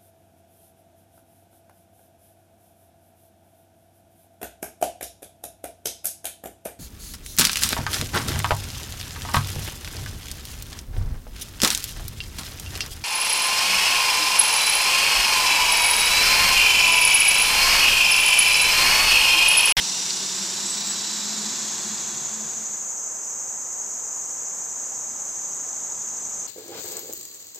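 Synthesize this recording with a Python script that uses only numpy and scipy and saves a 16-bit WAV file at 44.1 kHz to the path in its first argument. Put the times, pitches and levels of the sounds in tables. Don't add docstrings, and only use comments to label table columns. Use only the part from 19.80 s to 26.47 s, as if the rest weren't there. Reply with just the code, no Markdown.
import sys
import numpy as np
from scipy import signal
from scipy.fft import rfft, irfft
from scipy.io import wavfile

SR = 44100
rng = np.random.default_rng(int(sys.argv[2]) if len(sys.argv) > 2 else 0)


def generate_wav(signal):
    frames = np.transpose(np.atleast_2d(signal))
    scaled = np.clip(frames, -1, 1) * 32767
    pcm = np.round(scaled).astype(np.int16)
    wavfile.write(sys.argv[1], SR, pcm)


N = 294147
TIME, FREQS = np.arange(N) / SR, np.fft.rfftfreq(N, 1 / SR)

# (frequency [Hz], density [dB per Hz])
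AIR_SPECTRUM = [(12, -61), (20, -43), (70, -10.5), (152, -7.5), (190, -8), (228, -4), (262, -6.5),
                (321, -6), (385, -4), (473, -2), (580, -3.5), (874, 0), (1750, -9), (3050, -18),
                (4600, -22), (5980, -47), (10100, -120)]
AIR_DB = -47
RUMBLE_HZ, RUMBLE_WIDTH_HZ, RUMBLE_DB = 217, 120, -59
HISS_HZ, HISS_WIDTH_HZ, HISS_DB = 3770, 1200, -60
CREEP_FROM_S, CREEP_TO_S = 3.8, 6.16

# (frequency [Hz], density [dB per Hz])
CHORUS_SPECTRUM = [(4550, -35.5), (5080, -20), (5330, -18), (5640, -23), (5860, -9), (6050, -7.5),
                   (6260, -1), (6530, 0), (6900, -1), (7200, -5), (7950, -8), (8450, -18.5), (9000, -27.5),
                   (9600, -43.5)]
OCTAVE_SPECTRUM = [(5760, -52), (9800, -14.5), (11600, -13.5), (11900, -8), (12300, -4.5), (13000, 1.5),
                   (15500, -13.5)]
CHORUS_SOFT_DB, CHORUS_FULL_DB = -37.5, -30
CHORUS_RISE_FROM_S, CHORUS_RISE_TO_S = 1, 1.8
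# (pitch [Hz], pitch scatter [Hz rms], mean stroke rate [per s], stroke sharpness,
# level against the chorus before NEAR_DB [dB], time of the strongest stroke [s], spread in time [s])
NEAR_CRICKETS = [(6520, 35, 4.78, .85, -12, 4.2, 1.7), (6600, 300, 4.79, 1.7, -11, 3.292, 1.1),
                 (6600, 280, 12.32, 1.7, -7, 2.78, .55), (6550, 250, 12.5, 1.1, -9, 6.05, .8),
                 (5886, 80, 12.3, 1.8, -21.5, 4.5, 3), (6950, 170, 57, 1.2, -12.5, 5, 3),
                 (6450, 200, 52, 1.1, -14, 5, 3), (7500, 480, 23, .8, -17, 4.5, 3)]
NEAR_DB, STROKE_SAG_HZ = -0.5, 63

CICADA_DB, SURGE_DB, SURGE_SETTLE_S = -31.5, 4.5, 0.77
CICADA_FADE_FROM_S, CICADA_SILENT_S, FADE_BEND = 1.48, 3.17, 1.08
TYMBAL_HZ, SLACK_AT_S, FLUTTER_HZ = 448.8, 1.26, 33.33
# (frequency [Hz], density [dB per Hz])
TENSE_BODY = [(1180, -57), (2000, -16.5), (2410, -17.5), (2770, -7.5), (3100, -9), (4040, -2), (4480, -6),
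              (5220, -4.5), (5690, 2), (6360, -4), (7300, 0), (8370, -13.5), (9680, -14), (10900, -23.5),
              (15500, -32)]
SLACK_BODY = [(1180, -21), (2000, -16), (2920, -11.5), (3430, -3), (3640, -5.5), (3940, -1.5), (4510, -5),
              (5590, -1.5), (6360, -3.5), (7000, 3.5), (7490, 4.5), (8590, -15.5), (9600, -22),
              (14000, -23), (15500, -35)]
# (pitch [Hz], pitch scatter [Hz rms],
# level against the buzz [dB], time when strongest [s], spread in time [s])
BODY_RINGS = [(5650, 190, -13.5, .1, .16), (4990, 40, -17.5, .35, .25), (5530, 50, -10.5, 1.35, .65),
              (3955, 48, -9.5, 1.27, .45), (4480, 30, -18, 1.5, .7), (4870, 20, -19, 1.45, .45),
              (4130, 130, -11.5, 2.02, .42), (3400, 60, -14, 2.2, .45)]

MOTOR_START_HZ, MOTOR_TOP_HZ, RUN_UP_S = 179.7, 223, 1.35
# (time when strongest [s], spread in time [s], level [dB])
DRONE_THROBS = [(.015, .03, -45), (.107, 0.026, -46), (.209, .025, -49), (.342, .025, -48),
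                (.429, .028, -44), (.528, 0.022, -45), (.61, 0.023, -41.5), (.737, .025, -49),
                (.857, 0.018, -42), (.995, .035, -44), (1.1, .035, -45), (1.217, 0.039, -45),
                (1.346, 0.054, -44), (1.451, 0.027, -43.5), (1.524, 0.018, -39), (1.6, 0.028, -38.5),
                (1.672, 0.018, -38), (1.85, 0.056, -44), (1.951, .02, -52), (2.065, 0.017, -41),
                (2.125, 0.022, -39.5), (2.334, 0.051, -48), (2.59, 0.069, -44.5), (2.813, .04, -49),
                (2.92, .03, -56)]
DRONE_FLOOR_DB = -53
# (multiple of the firing rate, level [dB], time when strongest [s], spread in time [s])
DRONE_ORDERS = [(2, -47.5, .45, .13), (1.82, -51, .84, .07), (2, -55.5, 1.55, .15), (1.24, -53, 1.5, .2),
                (1.65, -56, 2.2, .15), (.63, -57, 2.5, .25)]
# (frequency [Hz], density [dB per Hz])
RUSH_SPECTRUM = [(41, -50), (70, -26), (135, -11), (193, -4.5), (304, -10), (375, -5.5), (464, -21),
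                 (657, -16), (958, -7.5), (1340, -13.5), (1550, -10), (2010, -14.5), (2600, -16),
                 (3380, -19), (5720, -120)]
RUSH_DB, RUSH_FADE_FROM_S, RUSH_SILENT_S = -42, 2.06, 3.3

# (onset time [s], peak level of the envelope [dB], ring pitch [Hz], decay [s])
DRY_TICKS = [(.1333, -18, 5600, .0002), (.3068, -11, 4600, .00028), (.5431, -19, 6050, .00015),
             (.5826, -19, 7000, .00015), (2.183, -20.5, 4750, .00045), (4.2025, -39, 3700, .00015)]
# (time when strongest [s], spread in time [s], pulse rate [Hz], level [dB])
THIN_BOUTS = [(.72, 0.12, 197, -50), (2.0, 0.39, 197, -54.5)]
# (time when strongest [s], spread in time [s], pitch then [Hz],
# glide then [Hz per s], level [dB], octave against the note [dB])
CALL_NOTES = [(.867, .0075, 7970, -500, -30, -30), (.907, .006, 7970, -300, -25.5, -30),
              (.937, .015, 7975, -300, -32, -28), (.977, .01, 7830, -300, -35, -14),
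              (1.003, .008, 7830, -300, -39, -15), (1.07, .013, 7660, 5000, -30.5, -17),
              (1.106, .014, 7790, 600, -29, -24)]

# (frequency [Hz], side minus centre [dB])
SURROUND_WIDTH = [(60, -37), (200, -20), (450, -12.5), (1400, -7.5), (3300, -5.5), (5200, -16),
                  (6500, -8.5), (8300, -26), (10000, -45)]
# (frequency [Hz], left minus right [dB])
SURROUND_TILT = [(600, 0.3), (1200, 1.9), (2800, -0.26), (5000, -0.14)]
# (frequency [Hz], side minus centre [dB])
SOURCE_WIDTH = [(60, -31), (200, -18), (550, -10), (1400, -12.5), (3000, -15.5), (7300, -6), (8300, -15),
                (10000, -62)]
# (frequency [Hz], left minus right [dB])
SOURCE_TILT = [(500, 0.57), (1300, 0.94), (4000, -1.8), (7000, 0.2)]
EDGE_HZ = 15700


def gain_of(db):
    return 10 ** (np.asarray(db) / 20)


def evened(x):
    return x / np.sqrt(np.mean(x ** 2) + 1e-20)


def read(points, hz=FREQS):
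    f, value = np.transpose(points)
    return np.interp(np.log(hz + 1), np.log(f + 1), value)


def ramp(from_s, to_s):
    return np.clip((TIME - from_s) / (to_s - from_s), 0, 1)


def fade(from_s, silent_s):
    return 1 - ramp(from_s, silent_s)


def swell(s, lasts, order=2):
    distance = np.minimum(abs(TIME - s) / lasts, 10)
    return np.exp(-.5 * distance ** order)


def shaped(x, gain):
    return evened(irfft(rfft(x) * gain, N))


def colour(points):
    beyond = FREQS / np.clip(FREQS, points[0][0], points[-1][0])
    skirts = np.minimum(beyond, 1 / (beyond + 1e-9)) ** 10
    return gain_of(read(points)) * skirts


def resonance(hz, width):
    return 1 / (1 + ((FREQS - hz) / width) ** 2)


def noise():
    return rng.standard_normal((2, N))


def wander(rate):
    return shaped(rng.standard_normal(N), np.exp(-(FREQS / rate) ** 2))


def flutter(rate, depth_db, uneven=0.148):
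    beats = np.cumsum(rate * (1 + uneven * wander(3.08))) / SR + rng.random()
    return evened(gain_of(depth_db * np.sin(2 * np.pi * beats)))


def clicks(rate):
    turns = np.cumsum(rate) / SR + rng.random()
    offset = (turns - np.round(turns)) * SR / rate
    return np.sinc(offset) * np.exp(-(offset / 10) ** 2)


def scraped(hz, scatter_hz):
    pitch = hz + scatter_hz * wander(scatter_hz)
    return np.sqrt(2) * np.sin(2 * np.pi * np.cumsum(pitch) / SR)


def scatter(x, t60, wet_db):
    t = np.arange(SR // 2) / SR
    shape = (2, len(t))
    sparse = rng.standard_normal(shape) * (rng.random(shape) < .05)
    taps = sparse * gain_of(-60 * t / t60)
    taps *= gain_of(wet_db) / np.linalg.norm(taps[0])
    taps[0, 0] += 1
    return signal.fftconvolve(x[None], taps, axes=1)[:, :N] / np.linalg.norm(taps[0])


def spread(pair, width, tilt):
    mid, side = rfft(pair[0]), rfft(pair[1]) * gain_of(read(width))
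    lean = gain_of(read(tilt) / 2)
    return irfft(np.array([(mid + side) * lean, (mid - side) / lean]), N)


def air():
    wash = shaped(noise(), colour(AIR_SPECTRUM)) * gain_of(AIR_DB)
    hiss = shaped(noise(), resonance(HISS_HZ, HISS_WIDTH_HZ)) * gain_of(HISS_DB)
    rumble = shaped(noise(), resonance(RUMBLE_HZ, RUMBLE_WIDTH_HZ)) * gain_of(RUMBLE_DB)
    return wash + (hiss + rumble) * ramp(CREEP_FROM_S, CREEP_TO_S)


def crickets(far_db=-2.0, octave_db=-27, drift=0.0039):
    song = gain_of(far_db) * shaped(noise(), colour(CHORUS_SPECTRUM))
    song += gain_of(octave_db) * shaped(noise(), colour(OCTAVE_SPECTRUM))
    for hz, scatter_hz, rate, sharpness, db, s, lasts in NEAR_CRICKETS:
        turns = np.cumsum(rate * (1 + drift * wander(1.8))) / SR
        wing = 2 * np.pi * (turns - np.interp(s, TIME, turns))
        strokes = evened(np.exp(sharpness * np.cos(wing)))
        for row in song:
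            tone = scraped(hz - STROKE_SAG_HZ * np.sin(wing), scatter_hz)
            row += gain_of(NEAR_DB + db) * swell(s, lasts) * strokes * tone
    risen = ramp(CHORUS_RISE_FROM_S, CHORUS_RISE_TO_S)
    return song * gain_of(CHORUS_SOFT_DB + (CHORUS_FULL_DB - CHORUS_SOFT_DB) * risen)


def cicada(rasp_db=-5.5, jitter=.075, drift=.02, flutter_db=1.1, ring_flutter_db=4.0):
    rate = TYMBAL_HZ * (1 + drift * wander(1))
    tension = fade(0, SLACK_AT_S)
    ribs = sum(clicks(rate * (1 + jitter * wander(60.02))) for _ in range(2))
    drive = evened(scatter(ribs, t60=0.14, wet_db=2.5)) + gain_of(rasp_db) * noise()
    tense, slack = shaped(drive, colour(TENSE_BODY)), shaped(drive, colour(SLACK_BODY))
    buzz = tension * tense + (1 - tension) * slack
    buzz *= flutter(FLUTTER_HZ, flutter_db)
    for hz, scatter_hz, db, s, lasts in BODY_RINGS:
        tones = np.array([scraped(hz, scatter_hz) for _ in range(2)])
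        ring = tones * flutter(FLUTTER_HZ, ring_flutter_db)
        buzz += gain_of(db) * swell(s, lasts, order=4) * ring
    effort_db = CICADA_DB + SURGE_DB * np.exp(-TIME / SURGE_SETTLE_S)
    return buzz * gain_of(effort_db) * fade(CICADA_FADE_FROM_S, CICADA_SILENT_S) ** FADE_BEND


def motor(waver=0.008, blur_hz=16):
    hz = MOTOR_TOP_HZ + (MOTOR_START_HZ - MOTOR_TOP_HZ) * np.exp(-TIME / RUN_UP_S)
    phase = 2 * np.pi * np.cumsum(hz * (1 + waver * wander(20.4))) / SR
    throbs = sum(gain_of(db) * swell(s, lasts, order=3) for s, lasts, db in DRONE_THROBS)
    presence = fade(RUSH_FADE_FROM_S, RUSH_SILENT_S)
    level = np.maximum(throbs, gain_of(DRONE_FLOOR_DB) * presence)
    drone = np.sqrt(2) * np.sin(phase) * level
    for multiple, db, s, lasts in DRONE_ORDERS:
        blurred = wander(blur_hz) * np.sin(multiple * phase) + wander(blur_hz) * np.cos(multiple * phase)
        drone += gain_of(db) * swell(s, lasts) * blurred
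    rush = shaped(noise(), colour(RUSH_SPECTRUM)) * gain_of(RUSH_DB) * presence
    return rush + drone * [[1], [0]]


def ticks(crack_db=-11):
    out = np.zeros(N)
    for s, db, hz, decay in DRY_TICKS:
        age = np.maximum(TIME - s, 0)
        crack = shaped(rng.standard_normal(N), resonance(hz, hz / 2) ** 2)
        snap = np.sin(2 * np.pi * hz * age) + gain_of(crack_db) * crack
        envelope = age / decay * np.exp(1 - age / decay)
        out += gain_of(db) * envelope * snap
    return scatter(out, t60=0.039, wet_db=-7)


def thin_buzz(ring_hz=9400, width=1100):
    out = np.zeros((2, N))
    for s, lasts, hz, db in THIN_BOUTS:
        pulses = scatter(clicks(hz * (1 + 0.00041 * wander(11.4))), t60=0.14, wet_db=8)
        out += shaped(pulses, resonance(ring_hz, width)) * gain_of(db) * swell(s, lasts)
    return out


def bird(settle_s=0.023):
    voice = np.zeros(N)
    for s, lasts, hz, glide, db, octave_db in CALL_NOTES:
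        slide_s = settle_s * (1 - np.exp(np.minimum((s - TIME) / settle_s, 2)))
        pitch = (hz + glide * slide_s) * (1 + 0.0024 * wander(140))
        phase = 2 * np.pi * np.cumsum(pitch) / SR
        whistle = np.sin(phase) + gain_of(octave_db) * np.sin(2 * phase)
        voice += np.sqrt(2) * gain_of(db) * swell(s, lasts) * whistle
    return scatter(voice, t60=.15, wet_db=-9)


def scene():
    around = spread(air() + crickets(), SURROUND_WIDTH, SURROUND_TILT)
    singles = cicada() + motor() + ticks() + thin_buzz() + bird()
    return around + spread(singles, SOURCE_WIDTH, SOURCE_TILT)


def record(dry):
    lowpass = signal.firwin(2047, EDGE_HZ, window=("kaiser", 9), fs=SR)
    return signal.oaconvolve(dry, lowpass[None], "same")


dry = scene()
out = record(dry)
generate_wav(out)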